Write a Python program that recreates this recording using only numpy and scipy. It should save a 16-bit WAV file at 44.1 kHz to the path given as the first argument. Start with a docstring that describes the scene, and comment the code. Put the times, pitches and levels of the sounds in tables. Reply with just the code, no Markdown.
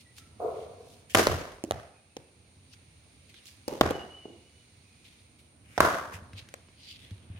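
"""A bat cracks against a ball in a netted practice lane with a concrete floor, and the ball bounces.
Blows and bounces are damped modes with a bright contact snap and a slab boom; a bat also sounds in a farther lane.
Heels thud as low modes, shoes and kit tap, and soles, pads and the swung bat rustle as grainy noise.
Wall echoes and a noise tail answer the blows, bounces, taps and whistles. Blurred tones whistle far off,
behind them shaped noise makes the traffic hum, leafy air and insect hiss."""
import sys
import numpy as np
from scipy import signal
from scipy.fft import rfft, irfft, next_fast_len
from scipy.io import wavfile
from scipy.ndimage import uniform_filter1d, map_coordinates

SR = 44100
rng = np.random.default_rng(int(sys.argv[2]) if len(sys.argv) > 2 else 0)


def wrap_up_sound(samples):
    """Save the sound to the file named by the first command line argument, as 16-bit audio."""
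    columns = np.atleast_2d(samples).T
    # keep every value between -1 and 1, then stretch to whole-number steps
    tamed = np.clip(columns, -1, 1)
    steps = np.round(tamed * 32767).astype(np.int16)
    wavfile.write(sys.argv[1], SR, steps)


N = 325987


def bat_blows(out):
    """Modal excitation: the sharpness of the contact selects which modes of the blade sound."""
    # bat on ball: (time [s], body peak [dB], contact sharpness [Hz], crack [dB], crack tilt [dB/octave],
    # slab boom [dB], near echo delay [ms], near echo [dB], yard tail [dB], far walls [dB],
    # left over right [dB], left lag [ms])
    blows = [(1.148, -4.5, 950, 7.5, 1.5, -23, 3.8, 0, 4.5, 3.5, 0, 0.19),
             (3.811, 0, 820, 0.5, -1.5, -27, 3.7, -6, -8, 2, -1, -0.16),
             (5.8045, 1, 1300, -1, 2.5, -31, 3.7, -11, -1.5, 0, 0, 0.14)]
    # modes of the wooden blade: (frequency [Hz], level [dB], t60 [s])
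    willow = [(296, 3, 0.0076), (450.5, 1, .01), (663, 0, 0.01), (1105, 4, 0.0051), (1397, -0.5, .005),
              (2260, -14, 0.0017)]
    for s, db, sharp_hz, *rest in blows:
        blade = np.zeros(SR // 4)
        for hz, mode_db, t60 in willow:
            octaves_off = np.log2(hz / sharp_hz)
            blade += amp(mode_db - 6 * octaves_off ** 2) * ring(hz, t60, 0.0026)
        strike(out, s, db, -blade, *rest)


def ball_bounces(out):
    """Heavily damped resonance: each bounce is a hollow knock of two modes lasting a few cycles."""
    # ball on floor, wall and posts: (time [s], body peak [dB], knock pitch [Hz], crack [dB],
    # crack tilt [dB/octave], slab boom [dB], near echo delay [ms], near echo [dB], yard tail [dB],
    # far walls [dB], left over right [dB], left lag [ms])
    bounces = [(1.2699, -6.5, 500, 11, -6, -17, 7, -14, -7.5, -2, -0.5, 0.2),
               (1.298, -21, 620, 19, -9.5, -8, 4, -17, -6, -4, -3.5, 0.14),
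               (1.639, -18.5, 320, 1.5, 2.5, -32, 9, -11, -12, -6, -2.5, 0.11),
               (1.7098, -10, 680, 3.5, -2.5, -24, 10.5, -12, -12, -3, -1.5, 0.27),
               (2.1674, -26, 440, 5.5, -1.5, -26, 4, -8, -11, -5, -2, -0.22),
               (3.6799, -19.5, 470, 3, 1, -29, 4, -3, 1, 1, -1, -0.45),
               (3.9077, -13, 440, -4, 1, -26, 4, -5.5, -8, -6, -1, -0.3),
               (4.255, -28, 380, -30, 1, -33, 5, -9, -3, -5, -2, -0.26),
               (5.7785, -11, 750, 0, -2, -24, 4, -5, -2, -4, -4, -0.039),
               (6.5401, -30, 600, 11, -3, -35, 4, -10.5, -13, -5, 1.5, 0.36)]
    for s, db, hz, *rest in bounces:
        t60 = 4 / hz
        knock = ring(hz, t60, .8 / hz) + .3 * ring(1.7 * hz, t60, .5 / hz)
        strike(out, s, db, -knock, *rest)


def far_bat(out):
    """Reverberant field: a bat in a farther lane is heard mostly through the walls, as a hollow colour."""
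    # one blow: time [s], level [dB], then its colour as rows of (frequency [Hz], level [dB])
    far_blow = (.403, -26, [(200, -27), (340, -12.5), (445, 4), (560, -6), (710, -1), (830, -19),
                (1000, -14), (1400, -24), (1800, -48.5), (5000, -53)])
    s, db, colour = far_blow
    click = filtered(np.arange(SR // 20) == 400, lambda hz: amp(along(colour, hz)))
    click /= np.abs(click).max()
    answered = yard(0.41 * click, click, wet_db=17.5, slow=1.56, early=0.54)
    add(out, s - .009, amp(db) * answered)  # the click is centred 9 ms into its buffer


def strike(out, s, db, body, crack_db, tilt_db, boom_db, echo_ms, echo_db, wet_db, facade_db, pan_db, lag_ms):
    """Impact: body ring and contact snap radiate into the yard while the slab booms."""
    body = body / np.abs(body).max()
    snap, click = amp(crack_db) * burst(.005, tilt_db)
    feed = smooth(body) + 0.72 * click
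    answered = yard(body + snap, feed, wet_db, lag_ms, echo_db, echo_ms, facade_db)
    add(out, s, amp(db) * answered, pan_db)
    add(out, s, amp(db + boom_db) * slab_boom(), pan_db=0)


def slab_boom():
    """Diffuse low vibration: the struck slab gives a decaying band of bass noise."""
    # slab spectrum, relative: (frequency [Hz], density [dB per Hz])
    slab = [(25, -45), (55, -15), (82, 0), (105, -6), (140, -6), (220, -20), (400, -60)]
    t60_s, rise_s, likeness = .38, .008, .75
    t = np.arange(SR // 2) / SR
    boom = unit(paired(rng.standard_normal((2, len(t))), [(100, likeness)], slab))
    return amp(-60 * t / t60_s) * (1 - np.exp(-t / rise_s)) * boom


def burst(t60, tilt_db=0):
    """Hard contact excites a wide band: a noise snap, and a click of equal energy without its chance ripples."""
    # contact colour before the tilt: (frequency [Hz], level [dB])
    crack = [(600, -29), (1800, 2), (3000, 1), (4200, -1), (6200, -1.5), (8000, -8.5), (11000, -8),
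             (16000, -17)]
    t = np.arange(SR // 4) / SR

    def colour(hz):
        octaves = np.log2((hz + 1) / 4000)
        return amp(along(crack, hz) + tilt_db * octaves)

    snap = unit(filtered(rng.standard_normal(len(t)) * amp(-60 * t / t60), colour))
    click = unit(filtered(np.arange(len(t)) == 200, colour))
    return np.array([snap, click]) / 70


def ring(hz, t60, attack):
    """Damped mode: a sine that builds up, then decays exponentially, a quarter of a second long."""
    t = np.arange(SR // 4) / SR
    return np.sin(2 * np.pi * hz * t) * amp(-60 * t / t60) * (1 - np.exp(-t / attack))


def smooth(knock):
    """Scattering evens out fine spectrum: a click with only the broad colour of the knock."""
    power = uniform_filter1d(np.abs(rfft(knock)) ** 2, size=40)
    return np.roll(irfft(np.sqrt(np.abs(power)), len(knock)), 200)


def yard(knock, feed, wet_db, lag_ms=0, echo_db=-8, echo_ms=3.7, facade_db=-5, slow=1, early=0.58):
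    """Reflection and reverberation: discrete echoes of the knock, and a fresh lumpy tail of the feed."""
    # decay of the tail before the factor slow: (frequency [Hz], t60 [s])
    yard_decay = [(60, 0.73), (250, 0.66), (700, 0.71), (2000, 0.71), (6000, 0.67), (15000, 0.58)]
    # left-right likeness of the tail: (frequency [Hz], likeness [0-1])
    tail_likeness = [(100, 0.93), (500, 0.84), (1500, 0.056), (5000, 0.049)]
    # wall echoes before the tail and far-wall levels are added: (time [s], level [dB])
    wall_echoes = [(.018, -24.5), (0.043, -17.5), (.0455, -11), (.048, -8), (.051, -16), (.072, -13.5)]

    hz, t, z = signal.stft(rng.standard_normal((2, SR)), SR, nperseg=256)
    rise = 1 - (1 - early) * np.exp(-(t / 0.028) ** 2)  # builds up as the far buildings answer
    # single surfaces, above all one large facade, stand out
    facade_bump = max(3 + facade_db, 0) * np.exp(-((t - .046) / 0.0046) ** 2)
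    lumps = amp(2.4 * rng.standard_normal(len(t)) + facade_bump)
    decay = amp(-60 * t / slow / along(yard_decay, hz)[:, None])
    tail = signal.istft(z * rise * lumps * decay, SR, nperseg=256)[1]
    tail = paired(tail, tail_likeness, [(100, 0)])
    tail = amp(wet_db) * tail / np.linalg.norm(tail[0])

    far = np.zeros_like(tail)
    for s, db in wall_echoes:
        scatter = rng.integers(-12, 13, size=2)  # samples, left and right apart
        far[[0, 1], round(s * SR) + scatter] += amp(db + wet_db + facade_db)
    paths = filtered(far, lambda hz: 1 / (1 + (hz / 1400) ** 2))  # rough walls return little treble
    lag = round(lag_ms * SR / 1000)
    paths[[0, 1], [max(lag, 0), max(-lag, 0)]] += 1  # direct sound
    paths[[0, 1], round(echo_ms * SR / 1000) + rng.integers(-6, 7, size=2)] += amp(echo_db)
    echoes = signal.fftconvolve(knock[None], paths, axes=1)
    return echoes + signal.fftconvolve(feed[None], tail, axes=1)


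def footsteps(out):
    """Low modal impact: each heel on the concrete is two damped modes."""
    # heels: (time [s], level [dB], pitch [Hz], t60 of the lower mode [s])
    steps = [(2.568, -40, 92.9, 0.17), (6.142, -25.5, 94, 0.15), (6.221, -27, 88, 0.09),
             (6.335, -26, 99, 0.15), (6.92, -42.5, 96, 0.21), (7.114, -18.5, 98.3, 0.093),
             (7.301, -18.5, 95, 0.088), (7.348, -27, 96, 0.13)]
    for s, db, hz, t60 in steps:
        thud = ring(hz, t60, 0.014) + 0.48 * ring(1.54 * hz, 0.32 * t60, 0.0038)
        add(out, s, amp(db) * thud)


def taps(out):
    """Light contact: shoes and kit give a broadband snap over a short low knock."""
    # taps: (time [s], level [dB], tilt [dB/octave], low knock [dB], left over right [dB])
    small_taps = [(0.183, -30, -1, -36, -2), (2.738, -37, -4, -24, 0), (3.3423, -33, -4, -18, -6.5),
                  (3.4564, -33, 0, -27, -9.5), (3.487, -38, -1.5, -27, -7.5), (5.0466, -45, -3, -18, -4.5),
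                  (6.333, -29, -6, -34, -0.5), (6.3922, -27, -5, -22, 0), (6.488, -30, -3, -19, -1),
                  (6.686, -26, -7, -22, -3), (7.1085, -39, -3, -13, -13)]
    for s, db, tilt_db, low_db, pan_db in small_taps:
        snap, click = burst(0.013, tilt_db)
        knock = snap + amp(low_db) * ring(350, 0.028, 0.00068)
        add(out, s, amp(db) * yard(knock, click, wet_db=-1.5), pan_db)


def rustling(out):
    """Friction noise: random grain modulates a soft band and bright grit as soles, pads and the bat move."""
    # scuffs: (loudest time [s], soft level [dB], soft centre [Hz], grit against soft [dB],
    # swell by 20 dB [s], fade by 20 dB [s])
    rustle = [(0.01, -54, 3200, -4, 0.019, 0.033), (0.186, -50, 3200, 0, 0.036, 0.032),
              (0.628, -58.5, 2800, -8, 0.16, .05), (0.914, -60, 3600, 0, .14, 0.17),
              (1.1, -48.5, 2500, -1, .008, 0.22), (2.74, -52, 3800, -14, .04, .02),
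              (3.298, -56, 3000, -8, .015, .04), (3.36, -53, 3300, -18, .025, 0.087),
              (3.468, -54, 3600, 0, .025, 0.1), (5.054, -57.5, 3000, -10, 0.022, .22),
              (5.39, -63, 3000, -5.5, 0.012, 0.095), (5.77, -51, 2000, -8, 0.13, .01),
              (6.144, -42, 2200, -5, .03, .045), (6.383, -43, 3200, -14, 0.039, 0.047),
              (6.83, -54, 3800, -22, 0.065, 0.096), (6.91, -44.5, 3400, -14, .1, .07),
              (7.03, -54, 2800, -13, .2, .28), (7.38, -56, 2300, -20, 0.085, .05)]
    spread_octaves = .62  # of the soft layer about its centre
    grain = amp(1.8 * wobble(60) + 2.2 * wobble(440))
    cloth = grain * rush([(300, -10), (1000, 0), (16000, 0)], patchy_db=1.8)
    grit_spectrum = [(2500, -33), (5000, -5.5), (7000, -7.5), (11000, -10.0), (16000, -20.0)]
    grit = grain * rush(grit_spectrum, patchy_db=0)
    for s, db, centre_hz, treble_db, rise_s, fall_s in rustle:
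        band = lambda hz: 1 / (1 + (np.log2((hz + 1) / centre_hz) / spread_octaves) ** 4)
        soft = unit(filtered(cloth, band))
        out += amp(db) * swell(s, rise_s, 0, fall_s) * (soft + amp(treble_db) * grit)


def swell(s, rise_s, hold_s, fall_s):
    """Exponential envelope: climbs 20 dB per rise to time s, holds, then sinks 20 dB per fall."""
    t = np.arange(N) / SR - s
    spans_down = np.maximum(-t / rise_s, (t - hold_s) / fall_s)
    return amp(-20 * np.maximum(spans_down, 0))


def whistles():
    """Random modulation: distance and moving air blur steady notes into narrow noise."""
    # far whistled notes: (start [s], pitch [Hz], level [dB], hold [s], fade by 20 dB [s])
    notes = [(0.04, 1977, -66, .05, 0.04), (0.17, 1335, -72, 0.066, 0.23), (1.93, 2520, -67, .02, 0.1),
             (2.08, 2570, -72, .04, 0.4), (3.65, 2850, -62, .03, .2), (3.91, 2945, -52.5, .025, .035),
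             (3.97, 2880, -50.5, .045, .03), (4.08, 2956, -52.5, .07, .15), (4.18, 2860, -60, 0.054, .22),
             (4.43, 2960, -69, .025, .04), (4.51, 2950, -73, .06, .15), (4.82, 2510, -70, 0.13, 0.26)]
    attack_s, blur_rate = .025, 150  # climb by 20 dB [s]; random knots per second
    dry, t = np.zeros(N), np.arange(N) / SR
    for s, hz, db, hold_s, fade_s in notes:
        blur = 0.9 + wobble(blur_rate) + 1j * wobble(blur_rate)
        tone = np.real(blur * np.exp(2j * np.pi * hz * t))
        dry += amp(db) * swell(s + attack_s, attack_s, hold_s, fade_s) * tone
    return yard(dry, dry, wet_db=-9)[:, :N]


def traffic_and_air():
    """Spectrally shaped noise: traffic hum and leafy air follow slow level curves."""
    # background levels before the hum's wobble and the lean: (time [s], traffic [dB], air [dB])
    around = [(0, -60, -66.5), (.36, -57.5, -67), (.55, -55.5, -61.5), (1.05, -56, -66),
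              (2.1, -62.5, -67.5), (2.5, -58.5, -66), (4.3, -59, -62.5), (5.1, -58.5, -64), (5.6, -58, -70),
              (6.3, -49.5, -66), (6.7, -57, -65), (7.39, -53.5, -69.5)]
    # relative spectra: (frequency [Hz], density [dB per Hz])
    traffic_spectrum = [(15, -61), (25, -35.5), (65, -6.5), (86, -1), (167, -14.5), (243, -14),
                        (386, -22.5), (462, -22.5), (524, -23.5), (1800, -34.5), (2340, -58), (3960, -120)]
    air_spectrum = [(700, -43.5), (1200, -11.5), (1750, -9), (2250, 1.5), (3100, -5), (4300, -2),
                    (5200, -8.5), (6500, -6), (7700, -14.5), (9700, -11), (10600, -25.5), (16000, -24.5)]
    # stereo balance: (frequency [Hz], left over right [dB])
    lean = [(60, -1), (240, -3.5), (950, -1.5), (3770, -5.5), (15000, 8)]
    traffic_db, air_db = curves(around)
    hum = amp(traffic_db + 0.64 * wobble(2.6)) * rush(traffic_spectrum, patchy_db=-0.5)
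    air = amp(air_db) * rush(air_spectrum, patchy_db=.6)
    return filtered(hum + air, lambda hz: amp(along(lean, hz) * [[.5], [-.5]]))


def insects():
    """Narrow-band noise: the insects make a steady high hiss."""
    # relative spectrum: (frequency [Hz], density [dB per Hz])
    insect_spectrum = [(4710, -46.5), (8000, -17.5), (8410, -15), (8470, -5), (9110, 6), (9520, -0.5),
                       (10400, -20), (13500, -51.5), (22000, -120)]
    return amp(-67.5) * rush(insect_spectrum, patchy_db=0.7)


def rush(spectrum, patchy_db):
    """Modulated random noise: stereo, of rms 1, with patches of random gain in time and frequency."""
    # left-right likeness: (frequency [Hz], likeness [0-1])
    noise_likeness = [(60, 0.98), (240, 0.94), (950, 0.09), (3770, 0.041), (15000, 0.16)]
    z = signal.stft(rng.standard_normal((2, N)), nperseg=512)[2]
    field = uniform_filter1d(rng.standard_normal(z.shape[1:]), 6, 0)
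    field = uniform_filter1d(field, 12, 1)
    patchy = signal.istft(z * amp(patchy_db * unit(field)), nperseg=512)[1][:, :N]
    return unit(paired(patchy, noise_likeness, spectrum))


def paired(pair, alike, colour):
    """Interaural coherence: two unrelated sounds blend into left and right of a given likeness."""
    turn = lambda hz: np.arccos(np.clip(along(alike, hz), -1, 1)) / 2
    blend = lambda hz: amp(along(colour, hz)) * [np.cos(turn(hz)), np.sin(turn(hz))]
    mid, side = filtered(pair, blend)
    return np.array([mid + side, mid - side])


def add(out, s, sound, pan_db=0):
    """Superposition: mixes a sound in from time s, leaning left (positive) or right."""
    part = out[:, round(s * SR):][:, :sound.shape[-1]]
    part += (amp([[pan_db / 2], [-pan_db / 2]]) * sound)[:, :part.shape[1]]


def filtered(x, response):
    """Linear filtering: the spectrum of x times a response of frequency."""
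    m = next_fast_len(x.shape[-1] + 8192)
    return irfft(rfft(x, m) * response(np.fft.rfftfreq(m, 1 / SR)), m)[..., :x.shape[-1]]


def wobble(rate):
    """Band-limited randomness: a smooth random curve, rate knots a second."""
    return map_coordinates(rng.standard_normal(int(N * rate / SR) + 4), [np.arange(N) * rate / SR])


def curves(rows):
    """Linear interpolation: one value per sample for each column after the time."""
    s, *cols = np.transpose(rows)
    return [np.interp(np.arange(N) / SR, s, c) for c in cols]


def along(points, hz):
    """Interpolation of (frequency [Hz], value) points on a logarithmic frequency axis."""
    f, v = np.transpose(points)
    return np.interp(np.log(hz + 1), np.log(f + 1), v)


def unit(x):
    """Power normalisation: x at rms 1."""
    return x / np.sqrt(np.mean(x ** 2) + 1e-20)


def amp(db):
    """Logarithmic level: decibels as an amplitude gain."""
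    return 10 ** (np.asarray(db) / 20)


def gain_control(x):
    """Level feed-forward: loud sound lowers the gain, which returns once the remembered level has sunk."""
    depth_db, threshold_db, span_db = 2, -51, 10  # full depth is reached one span above threshold
    memory_s, glide_s = 0.14, 0.44
    keep = np.exp(-1 / (memory_s * SR))
    power = signal.lfilter([1 - keep], [1, -keep], np.mean(x ** 2, axis=0))
    level_db = 10 * np.log10(power + 1e-12)
    excess = np.clip((level_db - threshold_db) / span_db, 0, 1)
    glide = np.exp(-1 / (glide_s * SR))
    return x * amp(-depth_db * signal.lfilter([1 - glide], [1, -glide], excess))


def scene():
    """Superposition: the sum of all sources at the two microphones."""
    out = np.zeros((2, N))
    for source in (bat_blows, ball_bounces, far_bat, footsteps, taps, rustling):
        source(out)
    return out + whistles() + traffic_and_air() + insects()


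def record(dry):
    """Transduction: deep bass drops, gain dips with loud sound, peaks round off and the band is limited."""
    thin = filtered(dry, lambda hz: (1j * hz / (44 + 1j * hz)) ** 2)
    steadied = gain_control(thin)
    rounded = steadied / (1 + np.abs(steadied) ** 6) ** (1 / 6)
    top_hz = 16200
    return filtered(rounded, lambda hz: 1 / (1 + (hz / top_hz) ** 120))


dry = scene()
out = record(dry)
wrap_up_sound(out)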